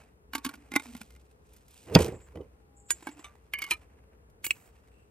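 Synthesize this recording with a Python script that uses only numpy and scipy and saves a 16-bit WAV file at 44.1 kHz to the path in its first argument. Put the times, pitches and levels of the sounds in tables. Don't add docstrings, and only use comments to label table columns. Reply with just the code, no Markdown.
import sys
import numpy as np
from scipy import signal
from scipy.fft import rfft, irfft, next_fast_len
from scipy.io import wavfile
from scipy.ndimage import map_coordinates

SR = 44100
rng = np.random.default_rng(int(sys.argv[2]) if len(sys.argv) > 2 else 0)


def digitize_waveform(pressure):
    field = np.atleast_2d(pressure).T
    bounded = np.clip(field, -1, 1)
    quanta = np.round(bounded * 32767).astype(np.int16)
    wavfile.write(sys.argv[1], SR, quanta)


def gain_from_db(level_db):
    decades = np.asarray(level_db, float) / 20
    return 10 ** decades


N = 225218


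def unit(x):
    return x / np.sqrt(np.mean(x ** 2) + 1e-20)


def peak_one(x):
    return x / np.abs(x).max()


def along(points, hz):
    f, v = np.transpose(points)
    return np.interp(np.log(hz + 1), np.log(f + 1), v)


def filtered(x, response):
    n = x.shape[-1]
    m = next_fast_len(n + 4096)
    return irfft(rfft(x, m) * response(np.fft.rfftfreq(m, 1 / SR)), m)[..., :n]


def band(centre_hz, width_hz):
    return lambda f: (1j * f * width_hz / (centre_hz ** 2 - f * f + 1j * f * width_hz)) ** 2


def noise(spectrum, shape=N):
    return unit(filtered(rng.standard_normal(shape), lambda hz: gain_from_db(along(spectrum, hz))))


def wobble(rate):
    return map_coordinates(rng.standard_normal(int(N * rate / SR) + 4), [np.arange(N) * rate / SR])


def swells(s, hold, db, release, attack):
    t = np.arange(0, N / SR, 1 / 1000)[:, None]
    early = np.maximum(s - t, 0)
    late = np.maximum(t - s - np.abs(hold), 0)
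    gain = gain_from_db(db - 20 * early / np.abs(attack) - 20 * late / np.abs(release)).sum(axis=1)
    return np.interp(np.arange(N) / SR, t[:, 0], gain)


# f/Hz, density/dB
BACKGROUND_SPECTRUM = [(20, -50), (42, -28), (65, -4.5), (180, -15), (370, -20), (430, -12), (600, -23),
                       (1400, -28), (3700, -44), (10800, -45.5), (11700, -72), (12700, -50), (14300, -46.5),
                       (15000, -80)]
# f/Hz, left-right likeness
COHERENCE = [(60, 0.73), (130, 0.83), (290, 1), (640, -0.086), (1410, -0.78), (3100, -0.65), (6820, -1.1),
             (15000, 1)]


def open_air():
    def mid_and_side(hz):
        angle = np.arccos(np.clip(along(COHERENCE, hz), -1, 1)) / 2
        return gain_from_db(along(BACKGROUND_SPECTRUM, hz)) * [np.cos(angle), np.sin(angle)]

    mid, side = filtered(rng.standard_normal((2, N)), mid_and_side)
    left_right = unit(np.array([mid + side, mid - side]))
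    return gain_from_db(-62 + 0.59 * wobble(1.2)) * left_right * gain_from_db([[1.1], [-1.1]])


# t/s, hold/s, level/dB, release/s, attack/s
LEG_SWAY = (2.0, .35, -55, .12, .04)


def low_hum():
    hum = noise([(20, -62.5), (40, -18.5), (60, 1.0), (80, -10.0), (140, -61.5)])
    return (gain_from_db(-60.5) + swells(*LEG_SWAY)) * hum


# t/s, hold/s, level/dB, release/s, attack/s
FAR_TONE = (2.55, .33, -74, .12, .07)


def far_tone():
    tone = np.sin(2 * np.pi * 810 * np.arange(N) / SR)
    return swells(*FAR_TONE) * gain_from_db(2.74 * wobble(7.1)) * tone


# f/Hz, width/Hz, level/dB
CHORUS_BANDS = [(2700, 330, 0.5), (8100, 250, -11.5)]
# t/s, hold/s, level/dB, release/s, attack/s
CHORUS_SWELL = (4.93, .1, -78, .06, .05)


def far_insects():
    chorus = 0
    for hz, width, db in CHORUS_BANDS:
        level = gain_from_db(db + 2.6 * wobble(1.3))
        chorus = chorus + level * unit(filtered(rng.standard_normal((2, N)), band(hz, width)))
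    return (gain_from_db(-98.5) + swells(*CHORUS_SWELL)) * chorus


# f/Hz, T60/s
YARD_T60 = [(200, 0.075), (2000, 0.085), (10000, 0.06)]


def yard(x):
    hz, t, z = signal.stft(rng.standard_normal((2, SR // 3)), SR, nperseg=256)
    decay = gain_from_db(-60 * t / along(YARD_T60, hz)[:, None])
    tail = signal.istft(z * decay, SR, nperseg=256)[1]
    return signal.fftconvolve(x[None], tail / np.linalg.norm(tail[0]), axes=1)[:, :N]


# t/s, length/s, level/dB
RASPS = [
    (2.12, 0.068, -62),
    (2.207, 0.061, -61.5),
    (2.758, 0.076, -62),
    (2.86, 0.13, -57),
    (3.022, 0.053, -61),
    (3.107, 0.033, -58.5),
    (3.182, 0.051, -63),
]


def insect():
    clicks = rng.standard_normal(N) * gain_from_db(1.697 * wobble(160))
    s, length, db = np.transpose(RASPS)
    bursts = swells(s + .15 * length, 0.55 * length, db - 3.5, 0.74 * length, 0.23 * length)
    low_edge = band(centre_hz=7200, width_hz=1100)
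    high_edge = band(centre_hz=7900, width_hz=1300)
    return bursts * unit(filtered(clicks, lambda f: low_edge(f) * high_edge(f)))


# t/s, hold/s, hiss level/dB, release/s per 20 dB, body over hiss/dB
HAND_MOVES = [(0, 0.0033, -64.5, 0.13, 5), (0.354, 0.039, -72, -0.5, 9.5), (0.44, 0.071, -74, -0.5, -1.5),
              (0.638, 0.15, -86, 0.53, 3), (0.8, 0.22, -61.5, 0.08, -6), (1.01, 0.051, -73.5, -0.5, -24),
              (1.2, 0.21, -87, -1.24, 0.5), (1.47, 0.098, -73.5, 1.2, -7), (1.886, 0.064, -74, 0.56, 13.5),
              (1.73, 0.11, -64, 0.13, -12), (2.936, 0.024, -62.5, 0.47, -3.5),
              (3.056, 0.24, -81, 0.19, 14.5), (3.566, 0.053, -78.5, 0.57, 16),
              (3.685, 0.0034, -62, 0.18, -15.5), (4.548, 0.023, -69.5, 0.6, 2.5)]
SEED_JOLTS = [
    (1.965, .002, -46.5, 0.043, 16.5),
    (1.987, .003, -41, 0.033, -9),
    (2.006, 0.019, -36.5, 0.011, -8.5),
    (2.03, 0.0064, -51, 0.019, -1),
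    (2.045, .004, -43, 0.0123, -9),
    (2.059, 0.0079, -44, 0.016, -5.5),
    (2.08, 0.022, -61, 0.057, 6.5),
]
# f/Hz, density/dB
HISS_SPECTRUM = [(1470, -34.5), (2500, -5), (5010, -7.5), (8300, -6.5), (11800, -13), (13000, -10.5),
                 (14800, -13), (16500, -44)]
BODY_SPECTRUM = [(350, -42), (600, -10.5), (777, -9), (1250, -13.5), (2640, -14), (3500, -31), (7700, -120)]
# f/Hz, width/Hz, level/dB
GLASS_BANDS = [(2340, 280, 1), (8250, 330, 3)]


def rustle():
    impulses = (rng.random(N) < 170 / SR) * rng.uniform(0, .6, N)
    ticks = signal.lfilter([1], [1, -.985], impulses)
    clumps = gain_from_db(2.6 * wobble(50) + 3 * wobble(300)) * (1 + ticks)

    def glass(f):
        return 1 + sum(gain_from_db(db) * np.abs(band(hz, width)(f)) for hz, width, db in GLASS_BANDS)

    s, hold, level_db, release, body_db = np.transpose(HAND_MOVES + SEED_JOLTS)
    attack = np.repeat([.04, .007], [len(HAND_MOVES), len(SEED_JOLTS)])
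    hiss = unit(clumps * filtered(noise(HISS_SPECTRUM), glass))
    body = unit(clumps * noise(BODY_SPECTRUM))
    hiss = swells(s, hold, level_db, release, attack) * hiss
    return hiss + swells(s, hold, level_db + body_db, release, attack) * body


# t/s, f/Hz
NECK_PITCH = [
    [(.3, 270.8), (.55, 268), (.7, 261.4), (.768, 294.7), (.81, 288.5), (.85, 253.5), (.93, 249),
     (.956, 228.9), (1.03, 218.6)],
    [(2.9, 339), (2.96, 330.5), (3.03, 325.8), (3.066, 282), (3.12, 292), (3.2, 305), (3.7, 313)],
]


def neck_hz(s):
    return np.interp(s, *np.transpose(NECK_PITCH[0] + NECK_PITCH[1]))


# t/s, hold/s, level/dB, release/s, attack/s
NECK_RUBS = [
    (0.354, .04, -54, 0.032, 0.0083),
    (0.552, .07, -56.5, 0.033, .01),
    (0.721, .03, -42.5, .02, 0.017),
    (0.81, .03, -60, 0.034, 0.0092),
    (0.859, .055, -49, 0.027, .015),
    (0.935, .03, -53, 0.025, 0.018),
    (2.908, .025, -53, 0.027, .01),
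    (3.095, .035, -51.5, 0.019, 0.0093),
    (3.159, .05, -58, .015, .02),
]


def neck_hum():
    phase = 2 * np.pi * np.cumsum(neck_hz(np.arange(N) / SR)) / SR
    air = unit((.6 + wobble(55)) * np.sin(phase) + wobble(55) * np.cos(phase))
    return swells(*np.transpose(NECK_RUBS)) * gain_from_db(-1.5) * air


# f/Hz, width/Hz, level/dB
BOWL_BANDS = [(12640, 540, -1.5), (15650, 116, -3), (7700, 2100, 1.5)]
# t/s, hold/s, level/dB, release/s, attack/s
BOWL_SLIDES = [
    (4.47, .02, -53, .03, .01),
    (4.513, 0.022, -61, 0.045, .005),
    (4.56, 0.11, -68.5, .05, .03),
]


def spoon_shimmer():
    def steel(f):
        return sum(gain_from_db(db) / np.sqrt(width) * band(hz, width)(f) for hz, width, db in BOWL_BANDS)

    return swells(*np.transpose(BOWL_SLIDES)) * unit(filtered(rng.standard_normal(N), steel))


def ring(modes, t, scatter_db, detune, phase_spread=1):
    hz, db, t60 = np.transpose(modes)[:, :, None]
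    strength, phase, pitch, near, far = rng.standard_normal((5, len(modes), 1))
    turn = 2 * np.pi * hz * (1 + detune * pitch) * t
    group = np.sin(turn + phase_spread * phase)
    group = group + .4 * np.sin(turn * (1 + .025 * near)) + .22 * np.sin(turn * (1 + .09 * far))
    decay = gain_from_db(db + scatter_db * strength - 60 * t / t60)
    return (decay * group).sum(0) * (1 - np.exp(-t / .0003))


# f/Hz, level/dB, T60/s
JAR_AIR = [(275.3, 1, 0.044)]
# f/Hz, density/dB
SCRAPE_SPECTRUM = [(290, -55.5), (500, -27), (859, -20.5), (1430, -5.5), (1840, -10), (2040, -10),
                   (2390, -3.5), (3880, -8), (10300, -8.5), (11600, -18.5), (13100, -5.5), (16500, -36)]


def contacts(events, modes, hollow, thud_db, t60, tilt_db, thud_attack=.003, scatter_db=3, detune=.01):
    lead = SR // 50
    out, t = np.zeros(N + SR), np.arange(SR // 3) / SR
    u = t - lead / SR
    lead_in = gain_from_db(-20 + 1500 * u)
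    strike = gain_from_db(-60 * u / t60) * (1.1 - np.exp(-u / (0.035 * t60)))
    force = np.where(u < 0, lead_in, strike)
    for s, db, ring_db, *low_db in events:
        grit = filtered(noise(SCRAPE_SPECTRUM, len(t)),
                        lambda hz: gain_from_db(tilt_db * np.log2(np.maximum(hz, 700) / 3000)))
        scrape = gain_from_db(-13) * force * unit(grit)
        drive = .05 * force ** 2 * rng.standard_normal(len(t))
        drive[lead + round(.05 * t60 * SR)] += 1
        flutter = map_coordinates(rng.standard_normal(180), [t * 180])
        ringing = ring(modes, t[:SR // 4], scatter_db, detune)
        driven = signal.fftconvolve(drive[:SR // 8], ringing)[:len(t)]
        body = gain_from_db(ring_db + 1.8 * flutter - 60 * t) * peak_one(driven)
        shift = neck_hz(s) / hollow[0][0] if hollow is JAR_AIR else 1
        swell = ring(hollow, shift * t, 1.5, 0.03, phase_spread=0) * (1 - np.exp(-t / thud_attack))
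        thud = gain_from_db(sum(low_db) + thud_db) * peak_one(np.pad(swell, (lead, 0))[:len(t)])
        out[round(s * SR) - lead:][:len(t)] += gain_from_db(db) * (scrape + body + thud)
    return out[:N]


# f/Hz, level/dB, T60/s
TILTED_GLASS = [(860, -10.5, 0.087), (1080, -10.5, .05), (1420, -8, 0.052), (2090, -0.5, 0.056),
                (2400, -4.5, .04), (3736, -17.5, 0.084), (8010, -15.5, .025), (10030, -15.5, .02)]
# t/s, peak level/dB, ring/dB
SEED_TICKS = [(.8896, -44, -11), (.9755, -34, -22), (1.062, -56, -27), (1.0732, -57, -25),
              (1.086, -54, -17), (1.1221, -46, -18), (1.151, -44, -15), (1.7795, -50, -25),
              (1.8483, -47, -16), (1.9037, -44.5, -10.5), (2.0445, -32, -15), (3.678, -38, -10),
              (3.687, -38, 1)]
# t/s, peak level/dB, ring/dB
EDGE_TAPS = [
    (.5385, -37, 3),
    (.8562, -38.5, 0.5),
    (.9502, -35, -3),
    (1.0142, -35, -1.5),
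    (2.3555, -43, -7),
]
# f/Hz, level/dB, T60/s
EDGE_MODES = [(865, -5, 0.017), (1020, -4, 0.018), (1235, -10, 0.025), (1450, -4.5, 0.022),
              (1896, -6, 0.021), (2350, 1.5, 0.029)]
# t/s, peak level/dB, ring/dB
HANDLE_KNOCKS = [
    (4.4424, -31.5, 0),
    (4.4641, -34.5, 0.0054),
    (4.507, -40.5, 0),
]
# f/Hz, level/dB, T60/s
HANDLE_MODES = [(313, -3.5, 0.049), (592, -5, 0.023), (893, -9, 0.032), (1183, -4, 0.044), (1500, 0, 0.047),
                (1720, -4.5, 0.061)]


def small_contacts():
    hits = contacts(SEED_TICKS, TILTED_GLASS, JAR_AIR, thud_db=-40.5, t60=.01, tilt_db=2.0)
    hits += contacts(EDGE_TAPS, EDGE_MODES, JAR_AIR, thud_db=-40, t60=.011, tilt_db=-1.5)
    return hits + contacts(HANDLE_KNOCKS, HANDLE_MODES, JAR_AIR, thud_db=-30, t60=.025, tilt_db=-5)


# t/s, hold/s, level/dB, release/s, attack/s
TABLE_SLIDES = [
    (1.904, 0.041, -37, .01, 0.037),
    (1.964, 0.035, -26, 0.13, 0.0092),
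    (2.36, 0.048, -42.5, 0.051, 0.016),
]
# f/Hz, density/dB
BOARD_SPECTRUM = [(29, -45), (55, -17), (91, 0), (151, -10.5), (210, -10), (414, -4.5), (479, -3.5),
                  (651, -20.5), (1200, -26), (2640, -120)]
# t/s, peak level/dB, ring/dB
BASE_KNOCK = [
    (1.951, -0.58, -1.9),
]
# t/s, peak level/dB, ring/dB, thud/dB
JAR_LANDING = [
    (1.9585, -8, -4.5, 7.1),
    (1.9647, -18.5, -13, 10),
]
JAR_ROCKING = [
    (1.9887, -17, -19, -4),
    (2.0056, -20.5, -15, 0.5),
    (2.0169, -29, -6, -5),
    (2.0612, -25, -26, -9),
    (2.1215, -40.5, -19, 5.5),
    (2.358, -44, -11, 10),
    (2.371, -47, -3, 8.5),
    (2.4101, -51, -1.5, 5.5),
    (1.884, -45, -2, -5.5),
]
# f/Hz, level/dB, T60/s
BASE_MODES = [(2680, -6, 0.017), (3400, -4.5, 0.012), (4700, -1.5, 0.012), (4640, 2, 0.0086),
              (6540, -11.5, 0.011)]
STANDING_JARS = [(1020, -7.5, 0.085), (1370, -7, 0.036), (2040, -10, 0.062), (2140, -9, 0.019),
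                 (3060, 1, 0.044), (3710, -16.5, .015)]
TABLE_TOP = [(84, -10.5, .25), (117, -4.5, 0.055), (165, -1.5, 0.06), (218.2, -5, 0.039),
             (264.7, -5.5, 0.041), (391, -9, 0.049), (462, -0.5, 0.052), (523, -4.5, 0.038),
             (636, -7.5, 0.029), (776, -10, 0.038)]


def table():
    grumble = unit(gain_from_db(4 * wobble(60)) * noise(BOARD_SPECTRUM))
    sound = swells(*np.transpose(TABLE_SLIDES)) * grumble
    sound += contacts(BASE_KNOCK, BASE_MODES, TABLE_TOP, thud_attack=0.00084, thud_db=-8.0, t60=.01,
                      tilt_db=0.54, scatter_db=0.74)
    sound += contacts(JAR_LANDING, STANDING_JARS, TABLE_TOP, thud_attack=.0012, thud_db=0.5, t60=0.016,
                      tilt_db=-6.5, detune=0.063)
    return sound + contacts(JAR_ROCKING, STANDING_JARS, TABLE_TOP, thud_db=2.1, t60=.026, tilt_db=-1.1,
                            detune=.02)


# t/s, peak level/dB, ring/dB, thud/dB (none for the fingers)
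SEED_LID_OFF = [
    (0.3328, -26.5, 4, -22),
    (0.3501, -13, -3.5, -22),
    (0.3794, -27.5, -1, -16.5),
    (0.4464, -17, -8.5, -32),
    (0.4496, -17, -12.5, -21.5),
    (0.4617, -21.5, -3.5, -9.5),
    (0.4897, -29, -0.5, -15.5),
    (0.5382, -35, -5, -14),
    (0.553, -39.5, -20, -10.5),
]
SEED_LID_ON = [(0.7175, -25.5, -5.5, -12), (0.7375, -25, -0.5, -8.5), (0.7549, -20, -0.5, -31),
               (0.7609, -5, -7, -17), (0.7967, -25.5, -4.5, -21), (0.8564, -33.5, -16, -13),
               (0.95, -31, -7, -7), (0.9658, -31, -29, -22.5), (1.009, -44, -33, -2),
               (1.0141, -25.5, -30, -22.5), (1.0318, -44, -19, -15), (1.105, -38, -18, -39),
               (1.1617, -42, -12, -22)]
FINGER_TAPS = [
    (1.5334, -42, -27),
    (1.5633, -40, -19),
    (1.6809, -43, -24),
    (1.7072, -43, -20),
    (4.2983, -53.5, -16),
]
# f/Hz, level/dB, T60/s
SEED_JAR = [(899, -10.5, 0.1), (1099, -5.5, 0.087), (1430, -8.5, .04), (1477, -7.5, 0.035),
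            (1588, -6.5, .035), (2240, -3, 0.037), (2934, -7, 0.051), (3820, -9.5, 0.027),
            (4485, -1, 0.024), (8600, -13, 0.011), (10140, -1, 0.012), (12950, -4, 0.017)]


def seed_jar():
    hits = contacts(SEED_LID_OFF, SEED_JAR, JAR_AIR, thud_attack=0.011, thud_db=2.5, t60=0.039,
                    tilt_db=-0.5, detune=0.022)
    hits += contacts(SEED_LID_ON, TILTED_GLASS, JAR_AIR, thud_db=1.1, t60=.021, tilt_db=-.4,
                     scatter_db=1.5, detune=0.016)
    return hits + contacts(FINGER_TAPS, TILTED_GLASS, JAR_AIR, thud_db=-28.0, t60=0.0418, tilt_db=4.5,
                           detune=0.014)


# t/s, peak level/dB, ring/dB (the grip adds thud/dB)
JAR_CLINK = [
    (2.9045, -9, -1.2),
]
JAR_GRIP = [
    (3.024, -38.5, -7, -10.5),
    (3.0689, -27, 1.5, -8.5),
    (3.0878, -32, -13.5, -5),
    (3.1918, -37, -9, -10),
]
LID_TWIST = [
    (3.2408, -36.5, 4.5),
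    (3.2525, -46, 6),
]
TIN_SLIPS = [
    (3.535, -22, 3.5),
    (3.5859, -31, 5),
    (3.6189, -17, -6.5),
    (3.639, -20, -13),
    (3.6642, -35.5, -4.5),
]
TIN_LID_OFF = [
    (3.7074, -12.5, -22),
    (3.709, -10.5, -4),
    (3.714, -14.5, -2.5),
    (3.7194, -20, 1),
    (3.7344, -26.5, -0.5),
]
# f/Hz, level/dB, T60/s
CLINKING_JARS = [(1000, -19, .045), (1620, -9, .04), (1900, -10, .035), (2272, -15, .045),
                 (2918, -14, .055), (3400, -11, .025), (4780, -12, .03), (6940, -1, .075), (7700, 0, .04),
                 (8560, -5, .07), (9205, -5, .035), (9720, -9, .05), (11390, -8, .04), (12330, -13, .05)]
HELD_JAR = [(840, -10.5, 0.14), (1015, 3.5, 0.033), (1620, -5, 0.059), (2235, -9.5, 0.12),
            (7580, -21, 0.11), (8830, -11.5, 0.049)]
LID_THREAD = [(798, -6, 0.07), (1176, -3, 0.24), (1360, -2, 0.09), (2283, 6, 0.094), (2976, 8, 0.061),
              (3620, 3.5, 0.072), (3900, -5, 0.06), (6100, -1, 0.12), (7910, 6, 0.054), (9800, 1, 0.041)]
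TIN_LID = [(1147, -8.5, 0.13), (1703, -16, 0.11), (2170, 2.5, 0.17), (2350, -2, 0.11), (2860, -7.5, 0.094),
           (3004, -4, 0.13), (4624, -13, 0.11), (5870, -18, 0.064), (8400, -6.5, 0.011), (9960, -8.5, .025),
           (13490, 2.5, .02)]
OPEN_JAR = [(968, -17.5, 0.1), (1273, -17.5, 0.12), (1770, -18, 0.074), (2402, 0.5, 0.07),
            (2570, -5.5, 0.029), (2972, -3, 0.053), (4080, -11, 0.057), (5200, -27, 0.068),
            (9006, -14.5, .05), (10370, -11, 0.037)]


def second_jar():
    hits = contacts(JAR_CLINK, CLINKING_JARS, JAR_AIR, thud_db=-37, t60=.024, tilt_db=-.8, scatter_db=0,
                    detune=0)
    hits += contacts(JAR_GRIP, HELD_JAR, JAR_AIR, thud_db=0.7, t60=0.042, tilt_db=-3.0, detune=0.0342)
    hits += contacts(LID_TWIST, LID_THREAD, JAR_AIR, thud_db=-24, t60=0.046, tilt_db=-3.0, detune=0.0033)
    hits += contacts(TIN_SLIPS, TIN_LID, JAR_AIR, thud_db=-35, t60=0.0292, tilt_db=-2.0, scatter_db=5.0,
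                     detune=0.003)
    return hits + contacts(TIN_LID_OFF, OPEN_JAR, JAR_AIR, thud_db=-24.5, t60=0.025, tilt_db=0.5)


# t/s, peak level/dB, ring/dB
SPOON_HITS = [
    (4.4422, -18.5, 0),
    (4.4509, -24, 1.6),
    (4.4637, -16, -9),
]
RIM_TAPS = [
    (4.5069, -14, 2),
    (4.512, -23.5, -4),
]
# f/Hz, level/dB, T60/s
SPOON_STEEL = [(2280, -2, 0.041), (2500, -6, .05), (2840, -12, 0.13), (4580, -18, .06), (5970, -15, .05),
               (7100, -7, 0.1), (8100, -8.5, .07), (8570, -3.5, 0.047), (9900, -14, 0.036),
               (12730, -4, 0.11), (13650, -11, .1), (15600, -7, .14)]
JAR_RIM = [(2340, -4, .028), (2537, 2.5, 0.024), (2833, -8.5, 0.034), (4190, -12.5, 0.048),
           (6040, -18, .025), (7680, 1.5, 0.034), (12760, -33, 0.15)]


def spoon():
    hits = contacts(SPOON_HITS, SPOON_STEEL, JAR_AIR, thud_db=-33, t60=.024, tilt_db=1.5, scatter_db=1.5)
    return hits + contacts(RIM_TAPS, JAR_RIM, JAR_AIR, thud_db=-69, t60=0.013, tilt_db=-0.5, scatter_db=-5)


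# f/Hz, level/dB and f/Hz, phase/rad
PORT_LEVEL = [(60, -1.5), (110, -2), (200, -1.5), (380, -2.5), (700, -7.5), (1290, -2.5), (2380, -1.5),
              (4400, -2), (8120, -5.5), (15000, 1.5)]
PORT_PHASE = [(30, .6), (80, .3), (300, .3), (1500, -.8), (2200, 1.1), (5000, 1.0), (8000, 2.0),
              (12000, 1.6)]


def ports(x):
    def half(hz):
        return gain_from_db(along(PORT_LEVEL, hz) / 2) * np.exp(.5j * along(PORT_PHASE, hz))

    return filtered(np.array([x, x]), lambda hz: np.array([half(hz), 1 / half(hz)]))


def scene():
    hits = seed_jar() + second_jar() + spoon() + table()
    near = ports(hits + rustle()) + gain_from_db(-18) * yard(hits)
    rasps = insect() * gain_from_db([[1.5], [-1.5]])
    background = open_air() + low_hum() + far_tone() + far_insects()
    small = neck_hum() + spoon_shimmer() + small_contacts()
    return near + rasps + background + ports(small)


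def top_cut(x):
    return signal.sosfilt(signal.butter(12, 17010, fs=SR, output="sos"), x)


# f/Hz, level/dB
TREBLE_SHAPE = [(11100, 1), (11750, -4.5), (12400, 1), (14300, 1), (15000, -5), (16600, -7.5), (17000, -69)]


def record(dry):
    cut_hz = 38
    wet = filtered(dry, lambda hz: gain_from_db(along(TREBLE_SHAPE, hz)) * (1j * hz / (cut_hz + 1j * hz)) ** 2)
    held = wet / (1 + np.abs(wet / .86) ** 6) ** (1 / 6)
    return top_cut(held)


dry = scene()
out = record(dry)
digitize_waveform(out)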